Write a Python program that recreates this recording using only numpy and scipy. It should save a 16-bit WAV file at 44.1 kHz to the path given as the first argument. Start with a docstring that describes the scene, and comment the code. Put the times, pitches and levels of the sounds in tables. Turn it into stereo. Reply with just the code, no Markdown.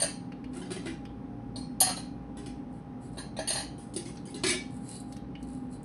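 """An ice cube clinks into a tall tumbler, over the hum of refrigerators in a small, lively bar.
Steel tongs crunch through a tub of ice and more cubes drop in: each cracks against the wall, rings the
glass and thumps the air inside as it lands and bounces. Then the tongs clatter back onto the ice, and
the glass is carried off with light ticks and a faint rustle of hand and sliding cubes."""
import sys
import numpy as np
from scipy import signal
from scipy.fft import rfft, irfft, next_fast_len
from scipy.io import wavfile
from scipy.ndimage import uniform_filter1d

SR = 44100
rng = np.random.default_rng(int(sys.argv[2]) if len(sys.argv) > 2 else 0)


def store_pcm(level_fs):
    """Save levels as 16-bit WAV."""
    pcm = np.round(np.clip(level_fs, -1, 1) * 32767).astype(np.int16)
    wavfile.write(sys.argv[1], SR, np.atleast_2d(pcm).T)


N = 257940
AGE = np.arange(SR) / SR  # seconds since a blow
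BLOW_SAMPLES, TOP_HZ = SR // 100, 11800


def undb(db):
    """Decibels to gain."""
    return 10 ** (np.asarray(db) / 20)


def level(x, db):
    """Set the rms level of a steady sound."""
    return x * undb(db) / np.sqrt(np.mean(x ** 2))


def blow(x, db):
    """Set the energy of a blow, as its level if it all fell in 10 ms."""
    return x * undb(db) * np.sqrt(BLOW_SAMPLES / np.sum(x ** 2))


def fade(t60):
    """One second of exponential decay, falling 60 dB every t60 seconds."""
    return np.exp(-np.log(1000) * AGE / t60)


def along(points, hz):
    """Read (frequency, value) points on a log-frequency axis."""
    point_hz, value = np.transpose(points)
    return np.interp(np.log(hz + 1), np.log(point_hz), value)


def colour(x, points, tilt_db=0, pivot_hz=4500):
    """Causal EQ through (freq_hz, gain_db) points, tilted by tilt_db per octave about a pivot."""
    size = 2 * next_fast_len(len(x))
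    hz = np.fft.rfftfreq(size, 1 / SR)
    octaves = np.log2(np.maximum(hz / pivot_hz, 1 / 10))
    cepstrum = irfft(np.log(undb(along(points, hz) + tilt_db * octaves)))
    cepstrum[1:size // 2] *= 2  # minimum phase: nothing rings ahead of a hit
    cepstrum[size // 2 + 1:] = 0
    return irfft(rfft(x, size) * np.exp(rfft(cepstrum)))[:len(x)]


def add(track, start_s, sound):
    """Mix a sound into a track."""
    i = max(int(start_s * SR), 0)
    track[i:i + len(sound)] += sound[:max(N - i, 0)]


def walk(rate_hz):
    """Smooth random drift with an rms of 1."""
    hold = int(SR / rate_hz)
    steps = np.repeat(rng.standard_normal(N // hold + 1), hold)
    return level(uniform_filter1d(uniform_filter1d(steps, hold), hold)[:N], 0)


def grains(size, spread_db):
    """Dense micro-contacts of very unequal strength."""
    return rng.standard_normal(size) * undb(spread_db * np.minimum(rng.standard_normal(size), 2))


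def ring(modes, damped_t60=np.inf):
    """Decaying modes, cut short by whatever rests on the body; the contact point sets each one's sign."""
    out = 0
    for hz, db, t60 in modes:
        tone = rng.choice([-1, 1]) * undb(db) * np.sin(2 * np.pi * hz * AGE)
        out = out + tone * fade(t60) / np.sqrt(t60)
    return out * fade(damped_t60)


def detuned(modes, share):
    """Grip and load shift a body's modes a little from blow to blow."""
    return [(hz * (1 + share * rng.standard_normal()), db, t60) for hz, db, t60 in modes]


def cluster(hz, spread, t60, count=6):
    """A few close modes, as an uneven lump has."""
    offsets = np.linspace(-1, 1, count) + 0.3 * rng.standard_normal(count)
    return ring([(hz * (1 + spread * offset), -3 * abs(offset), t60) for offset in offsets])


def lumpy(x, ripple_db, count=90):
    """Each lump of ice has its own irregular resonances."""
    hz = np.linspace(200, TOP_HZ, count)
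    return colour(x, np.c_[hz, ripple_db * rng.standard_normal(count)])


def pings(force, t60, count):
    """Brief pings of ice, each at its own pitch; they come thicker and louder while the force is high."""
    out, age = np.zeros(2 * SR), AGE[:SR // 6]
    force_spent = np.cumsum(force) / np.sum(force)
    decay = fade(t60)[:len(age)]
    for k, (when, place, softness) in enumerate(rng.random((count, 3))):
        hz = 1000 + (TOP_HZ - 1000) * (k + place) / count
        i = np.searchsorted(force_spent, when)
        gain = undb(-12 * softness) * force[i] ** .25
        out[i:i + len(age)] += gain * np.sin(2 * np.pi * hz * age) * decay
    return out[:SR]


def hops(start_s, first_hop_s, restitution, count):
    """Times of a bouncing body's contacts: each hop is a set share of the one before."""
    return start_s + np.r_[0, np.cumsum(first_hop_s * restitution ** np.arange(count - 1))]


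# Stereo width of the room sound: freq_hz, side_gain_db
ROOM_WIDTH = [(40, -23.5), (125, -19), (250, -8.5), (500, -1.5), (1000, -1), (4000, -2)]
def stereo(mid, side):
    """Left and right from mid and side; long waves reach both sides alike."""
    return mid + colour(side, ROOM_WIDTH) * np.array([[1], [-1]])


# Reverb time of the bar: freq_hz, t60_s
ROOM_DECAY = [(300, 0.23), (1500, 0.29), (4000, 0.37), (7000, 0.3), (11000, 0.14)]
def room(x, early_db, tail_db, right_lag_samples=11):
    """Direct sound and quick echoes off counter and bottles, later on the right, then a diffuse tail."""
    echoes = grains(SR, spread_db=12) * fade(0.04) * (AGE > .002)
    near = blow(echoes, early_db) / np.sqrt(BLOW_SAMPLES)
    near[0] += 1  # the direct sound
    hz = np.fft.rfftfreq(SR, 1 / SR)
    noise, tail = rfft(rng.standard_normal((2, SR))), 0
    centres, t60s = np.transpose(ROOM_DECAY)
    for share, t60 in zip(np.eye(len(centres)), t60s):
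        band = irfft(noise * along(np.c_[centres, share], hz), SR)
        tail = tail + band * fade(t60)
    tail = stereo(*tail) * (1 - fade(0.0058))  # the echoes need a moment to build up
    response = np.array([near, np.roll(near, right_lag_samples)])
    response += blow(tail, tail_db) * np.sqrt(2 / BLOW_SAMPLES)
    response /= np.sqrt(np.sum(response ** 2) / 2)
    return signal.fftconvolve(x[None], response, axes=1)[:, :N]


# Low rush of the fans: freq_hz, gain_db
FAN_EQ = [(15, -41), (25, -17), (48, -7), (68, -8.5), (91, -11.5), (124, -2.5), (291, -1), (323, -11.5),
          (513, -15), (682, -24.5), (817, -19.5), (883, -22.5), (4270, -48.5), (10000, -57), (12000, -77.5),
          (15600, -102.5), (22000, -120)]
# Refrigerator drone: pitch_hz, level_db, waver_depth (0 to 1)
HUM_TONES = [(57.6, -53.5, 0.87), (117.9, -54, 0.7), (180.2, -55, 0.8), (255, -47.5, 1), (287, -53, 0.7),
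             (720, -65, 1), (810, -58, 0.12)]
def refrigerators():
    """Fan noise under wavering mains and compressor tones."""
    mid, side = (colour(rng.standard_normal(N), FAN_EQ) for _ in range(2))
    out = level(stereo(mid, side), -41.5)
    turn = 2j * np.pi * np.arange(N) / SR
    for hz, db, depth in HUM_TONES:
        waver = 1 + depth * (walk(6.5) + 1j * walk(7.6))
        out = out + level(np.real(waver * np.exp(turn * hz)), db)
    return out


# Thin, bright rustle of friction: freq_hz, gain_db
RUSTLE_EQ = [(500, -19), (2500, 1), (4400, 7.5), (6000, -8), (7400, 7), (8300, 8), (10300, 11),
             (11700, -14)]
# Scrapes and slides, one swell a move: the rows at 0.57, 3.05 and 3.15 s are the tongs scraping in the tub and
# on the rim, the rest hand and ice sliding: # peak_s, half_length_s, friction_db, tinkle_db, scrape_hz,
# glide_hz_per_s
SLIDE_MOVES = [(0.574, 0.037, -49.5, -64, 9560, 0.5), (2.757, 0.044, -68.5, -82, 9320, -4),
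               (3.049, 0.03, -53, -75, 10600, 2998), (3.152, 0.029, -60.5, -62, 8500, -7),
               (4.813, 0.1, -58.5, -76, 9500, 3995), (4.899, 0.041, -47.5, -59, 10880, -4000),
               (4.960, 0.031, -49, -54.5, 10100, -12000), (5.075, 0.081, -60, -76, 10160, 14998),
               (5.534, 0.093, -58.5, -72, 9930, 4990), (5.735, 0.026, -52.5, -64, 9270, -2)]
def slides():
    """Each move swells with friction, a gliding scrape and uneven catches; shifting cubes tinkle."""
    t = np.arange(N) / SR
    shapes = np.array([np.exp(-((t - peak_s) / half_s) ** 2) for peak_s, half_s, *_ in SLIDE_MOVES])
    _, _, friction_db, tinkle_db, _, _ = np.transpose(SLIDE_MOVES)
    swells = shapes * undb(friction_db)[:, None]
    pitches = np.array([hz + glide * (t - peak_s) for peak_s, *_, hz, glide in SLIDE_MOVES])
    pitch = pitches[swells.argmax(axis=0), np.arange(N)]  # the loudest move sets the pitch
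    pitch *= 1 + 0.00466 * walk(36)
    narrow_noise = walk(800) + 1j * walk(800)
    scrape = np.real(narrow_noise * np.exp(2j * np.pi * np.cumsum(pitch) / SR))
    catches = (rng.random(N) < 36 / SR) * rng.uniform(.15, 1, N)  # about 36 a second
    click = grains(BLOW_SAMPLES, spread_db=3) * fade(.015)[:BLOW_SAMPLES]
    crackle = colour(signal.fftconvolve(catches, click)[:N], RUSTLE_EQ)
    friction = lumpy(colour(grains(N, spread_db=6), RUSTLE_EQ), ripple_db=3)
    grind = level(crackle, 0) + level(friction, 0)
    tinkle = signal.fftconvolve(grind, cluster(4200, spread=.055, t60=.02))[:N]
    tinkle = level(tinkle, 0) * (undb(tinkle_db) @ shapes)
    rustle = level(friction, 0) + level(scrape, -7.5) + level(crackle, -1)
    stick_slip = undb(3 * walk(28))
    return (level(rustle, 0) * swells.sum(axis=0) + tinkle) * stick_slip


# Light handling and small cracks in the ice: start_s, level_db, pitch_hz, snap_db
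TOUCHES = [(0.32, -44, 2900, -33.5), (0.441, -46.5, 2920, -29), (1.052, -44, 3320, -30),
           (3.827, -54, 4020, 6), (4.171, -44.5, 4220, -32), (4.751, -55, 4100, 8), (4.766, -51, 4150, 18),
           (4.9644, -48, 4200, 4), (5, -39, 4400, 20), (5.1234, -42, 4160, -14), (5.165, -45.5, 4100, -18),
           (5.3516, -40.5, 2960, -42), (5.4265, -47.5, 4300, -9), (5.83, -51, 4150, 8)]
def ticks():
    """Each light touch stirs one broad, very short resonance with more or less treble snap above it."""
    out = np.zeros(N)
    for start_s, db, hz, snap_db in TOUCHES:
        touch = grains(SR, spread_db=3) * fade(0.035) * (1 - fade(.008))
        body = [(hz / 4, -28), (hz / 1.15, -8), (hz, -1), (hz * 1.15, -12), (hz * 1.5, -15)]
        snap = [(7000, snap_db - 4), (9200, snap_db), (11500, snap_db - 3)]
        add(out, start_s, blow(colour(touch, body + snap), db))
    return out


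# Crunch of loose cubes: freq_hz, gain_db
CRUNCH_EQ = [(200, -9), (700, 12.5), (1200, 2), (1700, 10), (2600, 4.5), (3200, 2), (5500, -2),
             (7200, -2.5), (9000, -0.5), (10400, 0), (11500, -32.5)]
# Hollow thump of the tub: pitch_hz, level_db, t60_s
TUB_MODES = [(123.5, -14.5, 0.24), (237, -21.5, 0.12), (359.8, -8, 0.26), (361.4, -8.5, 0.083)]
# Steel ring of the tongs: pitch_hz, level_db, t60_s
TONG_MODES = [(1745, -3.5, .38), (2205, -6, .1), (2276, 3, .22), (2295, 2, .2), (2340, -3, .14),
              (2890, -15, .2), (3205, -10, .22), (3550, -6, .24), (3865, -7, .15), (3941, -10, .2),
              (4360, -7, .15), (4660, -10, .12), (5152, -8, .2), (5540, -12, .12), (5819, -12, .2),
              (6070, -8, .14), (6750, -13, .09), (7700, -10, .12), (8360, -14, .16), (8820, -10, .12),
              (9351, -7, .16), (9566, -4, .13), (9960, -12, .15)]
def tong_bite(t60, db, tilt_db, thump_db, steel_db):
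    """The tongs bite, crunch on through the cubes in fits and starts, chip them, thump the tub and ring."""
    force = 2.5 * fade(.012) + undb(3 * walk(300)[:SR]) * fade(t60)
    grit = blow(lumpy(grains(SR, spread_db=7) * force, ripple_db=3.5), 0)
    splinters = blow(pings(force ** 2, t60=.035, count=36), 1)
    crunch = blow(colour(grit + splinters, CRUNCH_EQ, tilt_db), db)
    thump = blow(ring(detuned(TUB_MODES, .05)), thump_db)
    steel = blow(ring(detuned(TONG_MODES, .003)), steel_db)
    return crunch + thump + steel


# The tongs crunch into the ice; the last row is a dull thump as they topple:
# start_s, level_db, tilt_db_per_octave, t60_s
TONG_CRUNCHES = [(.533, -49, 1, 0.15), (.557, -43.5, -3.5, 0.28), (.615, -41, 0.5, 0.45),
                 (0.705, -37, 0, 0.052), (0.716, -34.5, 3.5, 0.2), (0.762, -38.5, 0, 0.51),
                 (0.857, -37.5, 0.5, 0.12), (.868, -35, -1, 0.23), (2.370, -42.5, 2, 0.5),
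                 (2.460, -42.5, 3.5, 0.12), (3.780, -44.5, 8, 0.46), (3.938, -41, 9.5, 0.024),
                 (3.962, -28, 8, 0.12), (4.053, -39.5, 5, 0.37), (4.156, -52.5, 2.5, 0.098),
                 (4.254, -41, 6, 0.68), (4.343, -37.5, 1.5, 0.56), (4.526, -37, -4.5, 0.11)]
def ice_tub():
    """The tongs crunch into the ice, muted by the hand; let go, they chatter, ring freely and topple."""
    out = np.zeros(N)
    for start_s, db, tilt_db, t60 in TONG_CRUNCHES:
        thump_db = db + .5 - .5 * tilt_db  # duller crunches thump the tub more
        add(out, start_s, tong_bite(t60, db, tilt_db, thump_db, steel_db=db - 24))
    times = hops(start_s=4.4355, first_hop_s=.029, restitution=0.72, count=4)
    # as the tongs tip over flat: crunch_db, tilt_db_per_octave, thump_db, steel_db
    first_hit, last_hit = (-22.5, 1, -26.5, -24), (-24, 7, -33, -23)
    for start_s, hit in zip(times, np.linspace(first_hit, last_hit, len(times))):
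        add(out, start_s, tong_bite(0.13, *hit))
    return out


# A cube lands in the glass:
# start_s, crack_db, cube_hz, cube_db, glass_db, air_hz, knock_db, first_hop_s, bounce_loss_db
CUBE_LANDINGS = [(0.0194, -24.5, 9000, -19.5, -51, 659, -25, .0205, 11),
                 (1.813, -20.5, 4440, -32, -22.5, 741, -22.5, 0.054, 7),
                 (3.389, -30.5, 1755, -41, -39, 639, -27, 0.02, 40),
                 (3.503, -26.5, 4280, -32, -28, 671, -30, 0.05, 7)]
def touchdowns():
    """Every touchdown of a bouncing cube, each weaker than the last."""
    for start_s, crack_db, cube_hz, cube_db, glass_db, air_hz, knock_db, hop_s, loss_db in CUBE_LANDINGS:
        for bounce, hit_s in enumerate(hops(start_s, hop_s, restitution=.57, count=3)):
            lost_db = bounce * loss_db
            air_db = knock_db - .55 * bounce * lost_db
            yield hit_s, crack_db - lost_db, cube_hz, cube_db - lost_db, glass_db - lost_db, air_hz, air_db


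def air_column():
    """A landing cube thumps the air inside the tumbler: a short hollow knock."""
    out = np.zeros(N)
    for start_s, *_, hz, db in touchdowns():
        knock = ring([(hz, 0, .125), (hz * .89, -9, .08)]) * (1 - fade(0.006))
        add(out, start_s, blow(knock, db))
    return out


# Brittle crack of a struck cube: freq_hz, gain_db
ICE_EQ = [(450, -14.5), (720, 1.5), (1350, -8), (1750, 0.5), (2300, -3.5), (2950, 3.5), (3650, -5.5),
          (4250, 6), (4850, 3.5), (5500, -16), (6500, 10), (7450, -1.5), (8300, -14), (9000, 13),
          (11300, 2.5), (12000, -16)]
def ice_crack(db, tilt_db, t60=.016):
    """A struck cube gives a gritty snap and many short overtones; harder is brighter."""
    snap = blow(lumpy(grains(SR, spread_db=4) * fade(t60), ripple_db=3.5), 0)
    overtones = blow(pings(fade(t60 / 2), t60=0.056, count=44), -2)
    size = 1 + .04 * rng.standard_normal()  # no two corners of a cube resonate alike
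    cube_eq = [(hz / size, gain_db) for hz, gain_db in ICE_EQ]
    force_tilt_db = 0.45 * (db + 22.5)
    return blow(colour(snap + overtones, cube_eq, tilt_db + force_tilt_db), db)


# Chime of the tumbler, struck at the rim or near the base: pitch_hz, rim_db, base_db, t60_s
GLASS_MODES = [(2422, -10, -19, 3), (3219, -22, -7, .28), (4219, -7, -12, .12), (4264, 1, -10, .16),
               (4334, -14, -10, .12), (4770, -23, -13, .22), (5130, -16, -18, .8), (5484, -14, -16, .6),
               (5850, -12, -16, .16), (5980, -14, -13, .22), (6440, -15, -7, .16), (6620, -14, -6, .18),
               (6860, -16, -8, .15), (7100, -16, -12, .16), (7400, -15, -10, .2), (7978, -17, -19, .2),
               (8651, -17, -10, .13), (8780, -1, -12, .24), (8926, -8, -10, .2), (9013, -12, -1, .26),
               (9302, -7, -8, .13), (9485, -20, -4, .15), (9805, -7, 1, .22), (10039, -11, -3, .22),
               (10300, -18, -11, .15), (10895, -18, -2, .18), (11200, -26, -7, .12)]
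def clink(start_s, crack_db, tilt_db, cube_hz, cube_db, glass_db, damped_t60, depth):
    """Ice on glass cracks, rings the cube briefly and the glass longer; the spot picks the partials."""
    crack = ice_crack(crack_db, tilt_db)
    cube = cluster(cube_hz, spread=min(210 / cube_hz, .06), t60=.03)
    # the ice inside shifts the strength and pitch of the glass's modes at every blow
    modes = [(hz, np.interp(depth, [0, 1], [rim_db, base_db]) + 2.5 * rng.standard_normal(), t60)
             for hz, rim_db, base_db, t60 in GLASS_MODES]
    glass = ring(detuned(modes, .0012), damped_t60)
    cubes_inside = sum(landed_s < start_s for landed_s, *_ in CUBE_LANDINGS)
    glass = blow(glass, glass_db - 0.5 * cubes_inside)  # a fuller glass is deader
    return (crack + glass + blow(cube, cube_db)) * (1 - fade(0.0011))


# A cube hits the wall: start_s, crack_db, ring_db, cube_hz, damped_t60_s, depth (0 rim to 1 base)
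WALL_STRIKES = [(.001, -30.5, -31, 8970, 0.23, 0.56), (.028, -31.5, -32, 1760, .15, 0.78),
                (.080, -44, -39.5, 4260, 0.6, 0.47), (1.559, -41.5, -40, 4250, 3, 0.076),
                (1.8031, -13.5, -19.5, 6500, 0.92, 0.71), (1.828, -26, -28, 9700, 0.46, 0.71),
                (1.891, -32, -33, 1260, 0.56, 0.46), (1.966, -42.5, -39, 4080, 0.4, 0.74),
                (1.975, -39, -48, 4290, .4, 0.82), (3.171, -40, -55, 4280, 0.31, 0.78),
                (3.181, -37, -40, 4130, 0.55, 0.61), (3.366, -38, -45.5, 4000, 0.37, 0.036),
                (3.474, -27, -38, 9900, 0.4, 0.68), (3.482, -24, -30.5, 4210, .3, 0.8),
                (3.529, -28, -33, 9800, 0.32, 1), (3.559, -35, -33.5, 1810, 0.18, 0.89),
                (3.582, -38, -36, 4150, 0.38, 0.56), (3.603, -35.5, -42, 9950, .3, 1)]
def tumbler():
    """Cubes strike the wall on their way down, then land with a duller crack and bounce."""
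    out = np.zeros(N)
    for start_s, crack_db, ring_db, cube_hz, damped_t60, depth in WALL_STRIKES:
        cube_db, glass_db = ring_db - 2.5, ring_db + 2.5
        add(out, start_s, clink(start_s, crack_db, 0, cube_hz, cube_db, glass_db, damped_t60, depth))
    for start_s, crack_db, cube_hz, cube_db, glass_db, _, _ in touchdowns():
        landing = clink(start_s, crack_db, -3, cube_hz, cube_db, glass_db, damped_t60=0.63, depth=0.59)
        add(out, start_s, landing)
    return out


def scene():
    """Glass and tub stand to the left; the hands are closer and more central; the hum leans right."""
    glass = room(tumbler(), early_db=-1, tail_db=2.5)
    knocks = room(air_column(), early_db=0, tail_db=-10)
    tub = room(ice_tub(), early_db=-4, tail_db=0)
    hands = room(ticks(), early_db=-11, tail_db=-13, right_lag_samples=6)
    hands += room(slides(), early_db=-8, tail_db=-5, right_lag_samples=6)
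    hum = refrigerators() * undb([[-.6], [.6]])
    return undb(0.5) * (glass + knocks + tub) + undb(1) * hands + hum


# Treble colour of the microphone, in step at its two ports: freq_hz, gain_db
MIC_MID_EQ = [(4500, -0.5), (5300, 0.5), (6600, -2.5), (7250, -13), (7800, -2), (8400, -3), (8950, 0),
              (9400, 0), (10200, 3.5), (11700, 0)]
# Its colour where the two ports are opposed: freq_hz, gain_db
MIC_SIDE_EQ = [(1000, -0.5), (4500, 1), (6600, 1), (7400, 6.5), (8150, -0.5), (8500, -11), (9400, -14.5),
               (9850, -6), (10800, 9.5), (11400, 4.5)]
def record(dry):
    """The microphone's housing resonates in the treble; filters cut the deepest rumble and the very top."""
    mid = colour((dry[0] + dry[1]) / 2, MIC_MID_EQ)
    side = colour((dry[0] - dry[1]) / 2, MIC_SIDE_EQ)
    low_cut = signal.butter(3, 42, "high", fs=SR, output="sos")
    high_cut = signal.ellip(10, .2, 70, TOP_HZ, fs=SR, output="sos")
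    return signal.sosfilt(high_cut, signal.sosfilt(low_cut, np.array([mid + side, mid - side])))


dry = scene()
out = record(dry)
store_pcm(out)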